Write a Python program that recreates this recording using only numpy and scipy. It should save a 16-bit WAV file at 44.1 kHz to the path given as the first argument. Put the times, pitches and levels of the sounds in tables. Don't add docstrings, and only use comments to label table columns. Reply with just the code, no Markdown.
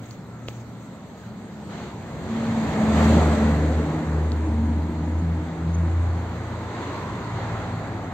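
import sys
import numpy as np
from scipy import signal
from scipy.fft import rfft, irfft
from scipy.io import wavfile
from scipy.ndimage import uniform_filter1d

SR = 44100
rng = np.random.default_rng(int(sys.argv[2]) if len(sys.argv) > 2 else 0)


def materialize(psi):
    bounded = np.clip(np.atleast_2d(psi).T, -1, 1)
    quanta = np.round(bounded * 32767).astype(np.int16)
    wavfile.write(sys.argv[1], SR, quanta)


N = 358533
TIME = np.arange(N) / SR
FIRST_PASS_S, SECOND_PASS_S = 3.078, 7.436


def first_engine(octave_trim_db=-1, jitter_hz=0.611):
    # time in seconds, firing rate in Hz.
    firing = [(2.82, 72.95), (2.98, 78.75), (3.07, 80.7), (3.3, 77.3), (3.6, 77.13), (3.95, 78.5),
              (4.3, 77.7), (4.8, 80.2), (5.0, 80.6), (5.25, 82.6), (5.6, 82.7), (5.8, 83.7), (6.2, 84.95),
              (7, 90.8), (8.13, 92.5)]
    # start and length in seconds, level in dB,
    # rise and fall in seconds.
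    booms = [(2.599, 0.2, -36, 0.067, 0.071), (2.758, 0.65, -19.5, 0.37, 0.13),
             (3.27, .64, -22, 0.25, 0.15), (3.817, 0.22, -37, .06, 0.051), (4.004, 0.96, -23, 0.15, 0.23),
             (4.702, 0.88, -22.5, 0.63, 0.36), (5.483, 0.89, -21.5, 0.33, 0.32),
             (6.204, 0.55, -35.5, 0.13, 0.095), (6.72, 0.52, -38.5, 0.11, 0.12),
             (7.221, 1.15, -37, 0.13, .1)]
    # start and length in seconds, level in dB before the trim.
    octave_swells = [(2.892, 0.5, -25), (3.4, 0.38, -26), (3.725, 0.6, -28), (4.497, 0.47, -36.5),
                     (4.888, 0.28, -31), (5.173, 0.24, -24), (5.34, 0.31, -32), (5.562, 0.38, -26),
                     (6.08, 0.4, -35)]
    # start and length in seconds, level in dB.
    fourth_swells = [(3.525, 0.29, -32.5), (3.87, 0.34, -34.5), (4.375, 0.26, -27.5), (4.623, 0.42, -39),
                     (5.694, 0.35, -41)]
    # multiple of the firing rate, relative level in dB, roughness 0-1.
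    overtones = [(1.335, -10.5, .9), (1.498, -15.5, 0.6), (2.55, -14, 0.7), (2.87, -6, .6), (3.06, -3, .8),
                 (3.69, -1.5, 0.48), (4.05, -8.5, .6), (4.33, -11.5, 0.7)]
    turns = np.cumsum(follow(firing) + jitter_hz * wander(9.1)) / SR
    boom = swells(booms) * tone(turns, rough=0.075, flutter_hz=9.8)
    octave = swells(octave_swells, rise=0.088, fall=0.14) * tone(2 * turns, rough=0.18, flutter_hz=13)
    fourth = swells(fourth_swells, rise=0.11, fall=0.18) * tone(4 * turns, rough=0.42, flutter_hz=22)
    growl = sum(gain_of(db) * tone(k * turns, rough, flutter_hz=6.9) for k, db, rough in overtones)
    growl *= passing(FIRST_PASS_S, peak_db=-32, near_s=1.61, ahead=16.6, behind=1.67)
    return boom + gain_of(octave_trim_db) * octave + fourth + growl


def drive_train(panel_hz=438, panel_db=-19):
    # time in seconds, pitch in Hz.
    drone_pitch = [(1.3, 213), (1.8, 210), (2.3, 225), (2.5, 227.7), (2.7, 219.1), (2.95, 216.3),
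                   (3.15, 224.9), (3.35, 220.4), (3.6, 218.8), (4.4, 223.2), (4.7, 227.5), (5.1, 235)]
    # start and length in seconds, level in dB.
    drone_swells = [(1.227, 0.83, -42), (2.26, 0.41, -27.5), (2.534, .16, -30), (2.72, 0.51, -21),
                    (3.003, 0.15, -23.5), (3.21, 0.412, -23.5), (4.47, 0.34, -29), (4.802, 0.38, -40)]
    # pitch in Hz, relative level in dB.
    whirr_tones = [(436, -37.5), (516, -38.5)]
    drone = glide(drone_pitch, rough=0.11, flutter_hz=30)
    panel = gain_of(panel_db) * tone(panel_hz * TIME, rough=0.56, flutter_hz=38)
    whirr = sum(gain_of(db) * tone(hz * TIME, rough=0.99, flutter_hz=6.4) for hz, db in whirr_tones)
    whirr *= passing(3.33, peak_db=1, near_s=0.51, ahead=4.1, behind=2.16)
    return swells(drone_swells, rise=0.068, fall=0.07) * (drone + panel) + whirr


def rumble():
    # frequency in Hz, relative density in dB.
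    wake_colour = [(20, -23), (40, -32), (60, -11), (85, -1.5), (130, -1), (180, 1.5), (250, -1.5),
                   (310, -3.5), (400, -11), (650, -34.5), (1500, -84.5)]
    gust_colour = [(20, -29), (55, -25), (85, -3.5), (120, 3.5), (180, -2), (260, -8.5), (400, -27),
                   (1500, -88)]
    bed_colour = [(20, -25.5), (40, -29), (60, -11.5), (85, -4), (130, -2.5), (160, -1), (200, 0.5),
                  (235, 0), (270, -7), (400, -14), (650, -36), (1500, -80.5)]
    # start and length in seconds, level in dB, rise and fall in seconds.
    gust_swells = [(1.05, 1.37, -42, 0.31, .2), (2.1, 0.75, -31.5, 0.52, 0.23)]
    first = passing(FIRST_PASS_S, peak_db=-23.5, near_s=0.17, ahead=1.02, behind=0.6)
    first *= emerging(start=1.17, rise=0.28, hidden_db=-11)
    second = passing(SECOND_PASS_S, peak_db=-37.5, near_s=0.52, ahead=1.6, behind=0.1)
    wake = np.hypot(first, second) * noise(wake_colour, patchy_db=3, size=4096)
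    gusts = swells(gust_swells) * noise(gust_colour, patchy_db=-1.5, size=4096)
    bed = gain_of(-41) * noise(bed_colour, patchy_db=1, size=4096)
    return wake + gusts + bed


def tyres(far_roar_db=-48, far_hiss_db=-71, grit_db=0.5):
    # frequency in Hz, relative density in dB.
    first_roar_colour = [(100, -32.5), (280, -8), (430, -0.5), (570, -1.5), (740, -3.5), (950, -6),
                         (1400, -11.5), (2100, -14), (2700, -27), (4500, -68)]
    second_roar_colour = [(100, -18), (280, -8), (430, 3), (700, 1.5), (950, 0.5), (1250, -1.5), (1550, -5),
                          (2100, -7.5), (2700, -23.5), (4500, -83.5)]
    bright_hiss_colour = [(900, -23.5), (2000, 5.5), (2800, 5), (4300, 5), (5300, -7.5), (6700, 2),
                          (8100, -1.5), (9200, -24.5), (10500, -41), (12500, -13), (16000, -24)]
    hiss_colour = [(900, -17.5), (2000, 4.5), (2800, 4.5), (4300, 4), (5300, -9.5), (6700, -0.5),
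                   (8100, -8.5), (9500, -43), (12500, -25), (16000, -22.5)]
    # start and length in seconds,
    # roar and hiss levels in dB, rise and fall in seconds.
    surges = [(1.663, 0.36, -41, -48, 0.069, 0.23), (2.172, 0.65, -39, -47.5, 0.21, 0.092),
              (2.9, 0.22, -26, -42, 0.12, 0.11), (3.032, 0.29, -35, -45.5, .08, 0.18),
              (3.15, 0.56, -35.5, -51, .1, 0.32), (6.596, 0.57, -39, -48, 0.27, 0.27),
              (7.25, 0.56, -39, -57, 0.18, 0.23)]
    roar_surges = sum(swell(s, length, db, rise, fall) for s, length, db, _, rise, fall in surges)
    hiss_surges = sum(swell(s, length, db, rise, fall) for s, length, _, db, rise, fall in surges)

    first_roar = passing(FIRST_PASS_S, peak_db=-27, near_s=0.58, ahead=2.52, behind=1.284)
    second_roar = passing(SECOND_PASS_S, peak_db=-36, near_s=1.21, ahead=1.1, behind=1.9)
    second_roar *= emerging(start=4.22, rise=1.3, hidden_db=-30.5)
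    roar = np.hypot(first_roar, gain_of(far_roar_db)) * noise(first_roar_colour, 0.98, size=2048)
    roar += np.hypot(second_roar, roar_surges) * noise(second_roar_colour, patchy_db=0.7)

    first_hiss = passing(FIRST_PASS_S, peak_db=-39.5, near_s=0.4, ahead=1.62, behind=1.3)
    alongside = swell(start=2.88, length=0.44, db=-40.5, rise=0.12, fall=0.2)
    second_hiss = passing(SECOND_PASS_S, peak_db=-48, near_s=1, ahead=1, behind=3.3)
    hiss_level = np.sqrt(second_hiss ** 2 + hiss_surges ** 2 + gain_of(far_hiss_db) ** 2)
    hiss = hiss_level * noise(hiss_colour, patchy_db=1.2)
    hiss += np.hypot(first_hiss, alongside) * noise(bright_hiss_colour, patchy_db=1.4)
    return roar + hiss * gain_of(grit_db * wander(70))


def body_rattle(jolts_per_s=280, jolt_rise_s=0.004, jolt_t60=0.055, spread_db=1):
    # frequency in Hz, relative density in dB.
    body_colour = [(150, -32), (280, -9), (420, -1), (600, 2), (850, -8), (1300, -24), (2600, -69)]
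    hits = rng.random(N) < jolts_per_s / SR
    sizes = np.minimum(rng.exponential(1, N), 3)
    t = np.arange(SR // 5) / SR
    jolt = fade_in(t / jolt_rise_s) * gain_of(-60 * t / jolt_t60)
    shaking = signal.oaconvolve(hits * gain_of(spread_db * sizes), jolt)[:N]
    rattle = unit_rms(shaking * noise(body_colour, patchy_db=2.5))
    return swell(start=3, length=0.66, db=-30.5, rise=0.17, fall=0.3) * rattle


def second_engine(cruise_hz=57.47, ease_off_s=6.55, sag_hz_per_s=2.046):
    # start and length in seconds, level in dB, rise and fall in seconds.
    hum_swells = [(4.5, 1.65, -45.5, 0.62, .3), (5.696, 1.48, -35, 0.51, 0.83), (6.748, 1.89, -34, 0.62, 1)]
    firing_hz = cruise_hz - sag_hz_per_s * np.maximum(TIME - ease_off_s, 0)
    return swells(hum_swells) * cruising_hum(firing_hz, fundamental_db=-11, third_db=-7.5, fourth_db=-15)


def cruising_hum(firing_hz, fundamental_db, third_db, fourth_db):
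    turns = np.cumsum(firing_hz) / SR
    hum = tone(2 * turns, rough=0.17, flutter_hz=8.8)
    hum += gain_of(fundamental_db) * tone(turns, rough=0.15, flutter_hz=4)
    hum += gain_of(third_db) * tone(3 * turns, rough=0.6, flutter_hz=9)
    hum += gain_of(fourth_db) * tone(4 * turns, rough=0.45, flutter_hz=3.8)
    return hum


def tread_song(width_hz=130, stereo_spread=0.22):
    # time in seconds, centre in Hz, level in dB.
    band = [(3.6, 901.6, -50.5), (4.6, 919, -45), (5.6, 910, -55), (6.4, 911.4, -48.5), (6.95, 1016, -39.5),
            (7.2, 1050, -42.5), (7.55, 757.5, -41.5), (8.13, 768.4, -45)]
    carrier = np.exp(2j * np.pi * np.cumsum(follow(band)) / SR)
    middle, side = (unit_rms((carrier * flutter(width_hz)).real) for _ in range(2))
    return fader(band) * np.array([middle + stereo_spread * side, middle - stereo_spread * side])


def ticks(knock_hz=470, knock_t60=0.005, knock_delay_s=0.00077,
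          rasp_t60=0.009, scatter_db=-39, scatter_t60=0.15):
    # start in seconds, level in dB, ring pitch in Hz, ring t60 and attack
    # in seconds, knock and rasp in dB relative to the ring.
    hits = [(0.109, -32, 4400, 0.006, .0002, -25, -20), (0.1106, -33, 4600, 0.005, .0003, -25, -17),
            (0.4808, -29, 3000, .002, .0002, -10, -22), (0.4848, -12.5, 2900, 0.002, 0.00014, -2.5, -41),
            (4.3191, -16.5, 4200, 0.0028, .0005, -28, -29)]
    # start and length in seconds, level in dB.
    rustles = [(0, 0.19, -55), (0.442, 0.23, -56.5), (.76, 0.15, -61), (1.145, 0.19, -60)]
    # frequency in Hz, relative density in dB.
    rasp_colour = [(500, -26), (2000, 1.5), (4200, -3.5), (5300, -11), (6500, 1.5), (8200, -6), (9500, -38),
                   (12500, -14), (16000, -11)]
    rasp = noise(rasp_colour, patchy_db=2.5, size=256)
    out = rasp * swells(rustles, rise=0.034, fall=0.072)
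    t = np.arange(SR // 5) / SR
    late = np.maximum(t - knock_delay_s, 0)
    knock = -np.sin(2 * np.pi * knock_hz * late) * gain_of(-60 * late / knock_t60)
    for start, db, hz, t60, attack_s, knock_db, rasp_db in hits:
        span = slice(round(start * SR), round(start * SR) + len(t))
        ring = np.sin(2 * np.pi * hz * t) * gain_of(-60 * t / t60)
        tail = gain_of(rasp_db - 60 * t / rasp_t60) + gain_of(scatter_db - 60 * t / scatter_t60)
        tick = ring + gain_of(knock_db) * knock + tail * rasp[:, span]
        out[:, span] += gain_of(db) * fade_in(t / attack_s) * tick
    return out


def far_engine():
    # time in seconds, firing rate in Hz, level in dB.
    hum = [(0, 56.8, -39.5), (.3, 58.45, -45.5), (.6, 58.5, -38), (.8, 57.9, -43.5), (1.0, 58.5, -67)]
    return fader(hum) * cruising_hum(follow(hum), fundamental_db=-31, third_db=-22, fourth_db=-8.5)


def approach_tones():
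    # time in seconds, pitch in Hz, level in dB.
    sag = [(1.2, 77.7, -61), (1.75, 73.7, -53), (2.3, 58.3, -48), (2.7, 57.6, -52), (3.3, 50.3, -59)]
    moan = [(1.65, 358, -66), (1.82, 362, -43), (2.05, 367.3, -52.5), (2.3, 369.5, -41), (2.5, 368, -51)]
    low = fader(sag) * glide(sag, rough=0.5, flutter_hz=4.6)
    return low + fader(moan) * glide(moan, rough=0.55, flutter_hz=14)


def far_whine():
    # time in seconds, pitch in Hz, level in dB.
    whine = [(.2, 1350, -63.5), (.45, 1315, -58), (.9, 1345, -66), (1.2, 1254, -62), (1.5, 1285, -67)]
    return fader(whine) * glide(whine, rough=0.9, flutter_hz=25)


def bird():
    # start in seconds, pitch in Hz, level in dB, length in seconds.
    peeps = [(4.455, 6380, -55, 0.03), (5.185, 6280, -53, 0.022), (5.736, 6280, -43, 0.026),
             (5.779, 6330, -53, 0.015)]
    out = np.zeros(N)
    for start, hz, db, length in peeps:
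        arch = np.sin(np.pi * np.clip((TIME - start) / length, 0, 1))
        out += gain_of(db) * arch * np.sin(2 * np.pi * hz * TIME)
    return out


def open_air(level_db=-51.5):
    # frequency in Hz, relative density in dB.
    air_colour = [(20, -12.5), (50, -9.5), (120, -2.5), (250, 4), (450, -14.5), (800, -4.5), (1400, -6.5),
                  (2500, -23.5), (4200, -17), (5400, -26), (6800, -16), (8200, -20), (9500, -55.5),
                  (12500, -27.5), (16000, -32.5)]
    return gain_of(level_db) * noise(air_colour, patchy_db=3)


def passing(closest_s, peak_db, near_s, ahead, behind):
    distance = np.hypot(1, (TIME - closest_s) / near_s)
    return gain_of(peak_db) / distance ** np.where(TIME < closest_s, ahead, behind)


def emerging(start, rise, hidden_db):
    hidden = gain_of(hidden_db)
    return hidden + (1 - hidden) * fade_in((TIME - start) / rise)


def fade_in(progress):
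    return np.sin(np.pi / 2 * np.clip(progress, 0, 1)) ** 2


def swell(start, length, db, rise, fall):
    return gain_of(db) * fade_in((TIME - start) / rise) * fade_in((start + length - TIME) / fall)


def swells(rows, **fades):
    return sum(swell(*row, **fades) for row in rows)


def follow(rows, column=1):
    rows = np.array(rows)
    return np.interp(TIME, rows[:, 0], rows[:, column])


def fader(rows, fade_s=0.47):
    outside = np.maximum(rows[0][0] - TIME, 0) + np.maximum(TIME - rows[-1][0], 0)
    return gain_of(follow(rows, column=2)) * np.exp(-outside / fade_s)


def wander(hz):
    f = np.fft.rfftfreq(N, 1 / SR)
    return unit_rms(irfft(rfft(rng.standard_normal(N)) / (1 + (f / hz) ** 4), N))


def flutter(hz):
    return wander(hz) + 1j * wander(hz)


def tone(turns, rough, flutter_hz):
    wobble = 1 + rough * flutter(flutter_hz)
    return unit_rms((wobble * np.exp(2j * np.pi * (turns + rng.random()))).real)


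def glide(rows, rough, flutter_hz):
    return tone(np.cumsum(follow(rows)) / SR, rough, flutter_hz)


def noise(colour, patchy_db, size=1024):
    # frequency in Hz, coherence 0-1.
    coherence = [(60, 0.99), (290, 0.96), (640, 0.9), (1400, 0.69), (2400, 0.19), (4000, 0.039),
                 (7000, 0.026)]
    hz, hop = np.fft.rfftfreq(size, 1 / SR), size // 4
    a, b, c, d, patches = rng.standard_normal((5, N // hop + 5, len(hz)))
    patches = uniform_filter1d(patches, size=10, axis=0)
    patches = unit_rms(uniform_filter1d(patches, size=12, axis=1))
    alike = np.clip(curve_at(coherence, hz), 0, 1)
    left = a + 1j * b
    right = alike * left + np.sqrt(1 - alike ** 2) * (c + 1j * d)
    spectra = np.array([left, right]) * gain_of(curve_at(colour, hz) + patchy_db * patches)
    _, ports = signal.istft(spectra.transpose(0, 2, 1), nperseg=size, noverlap=size - hop)
    return unit_rms(ports[:, :N])


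def curve_at(points, hz):
    f, value = np.transpose(points)
    return np.interp(np.log(hz + 1), np.log(f + 1), value)


def gain_of(db):
    return 10 ** (np.asarray(db) / 20)


def unit_rms(x):
    return x / np.sqrt(np.mean(x ** 2) + 1e-20)


def scene():
    engines = first_engine() + drive_train() + second_engine() + approach_tones() + far_engine()
    traffic = engines + rumble() + body_rattle() + tyres() + tread_song()
    return traffic + open_air() + far_whine() + bird() + ticks()


def record(dry, left_lead_s=7e-5, cutoff_hz=15800):
    # frequency in Hz, level in dB.
    balance = [(100, 0.33), (700, 0), (1300, -1), (2400, -2.5), (4400, 0.9), (8000, 1), (13000, -1)]
    hz = np.fft.rfftfreq(N, 1 / SR)
    half = gain_of(curve_at(balance, hz) / 2) * np.exp(1j * np.pi * hz * left_lead_s)
    ports = irfft(rfft(dry) * np.array([half, 1 / half]), N)
    lowpass = signal.firwin(511, cutoff_hz, window=("kaiser", 9), fs=SR)
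    return signal.oaconvolve(ports, lowpass[None], "same")


dry = scene()
out = record(dry)
materialize(out)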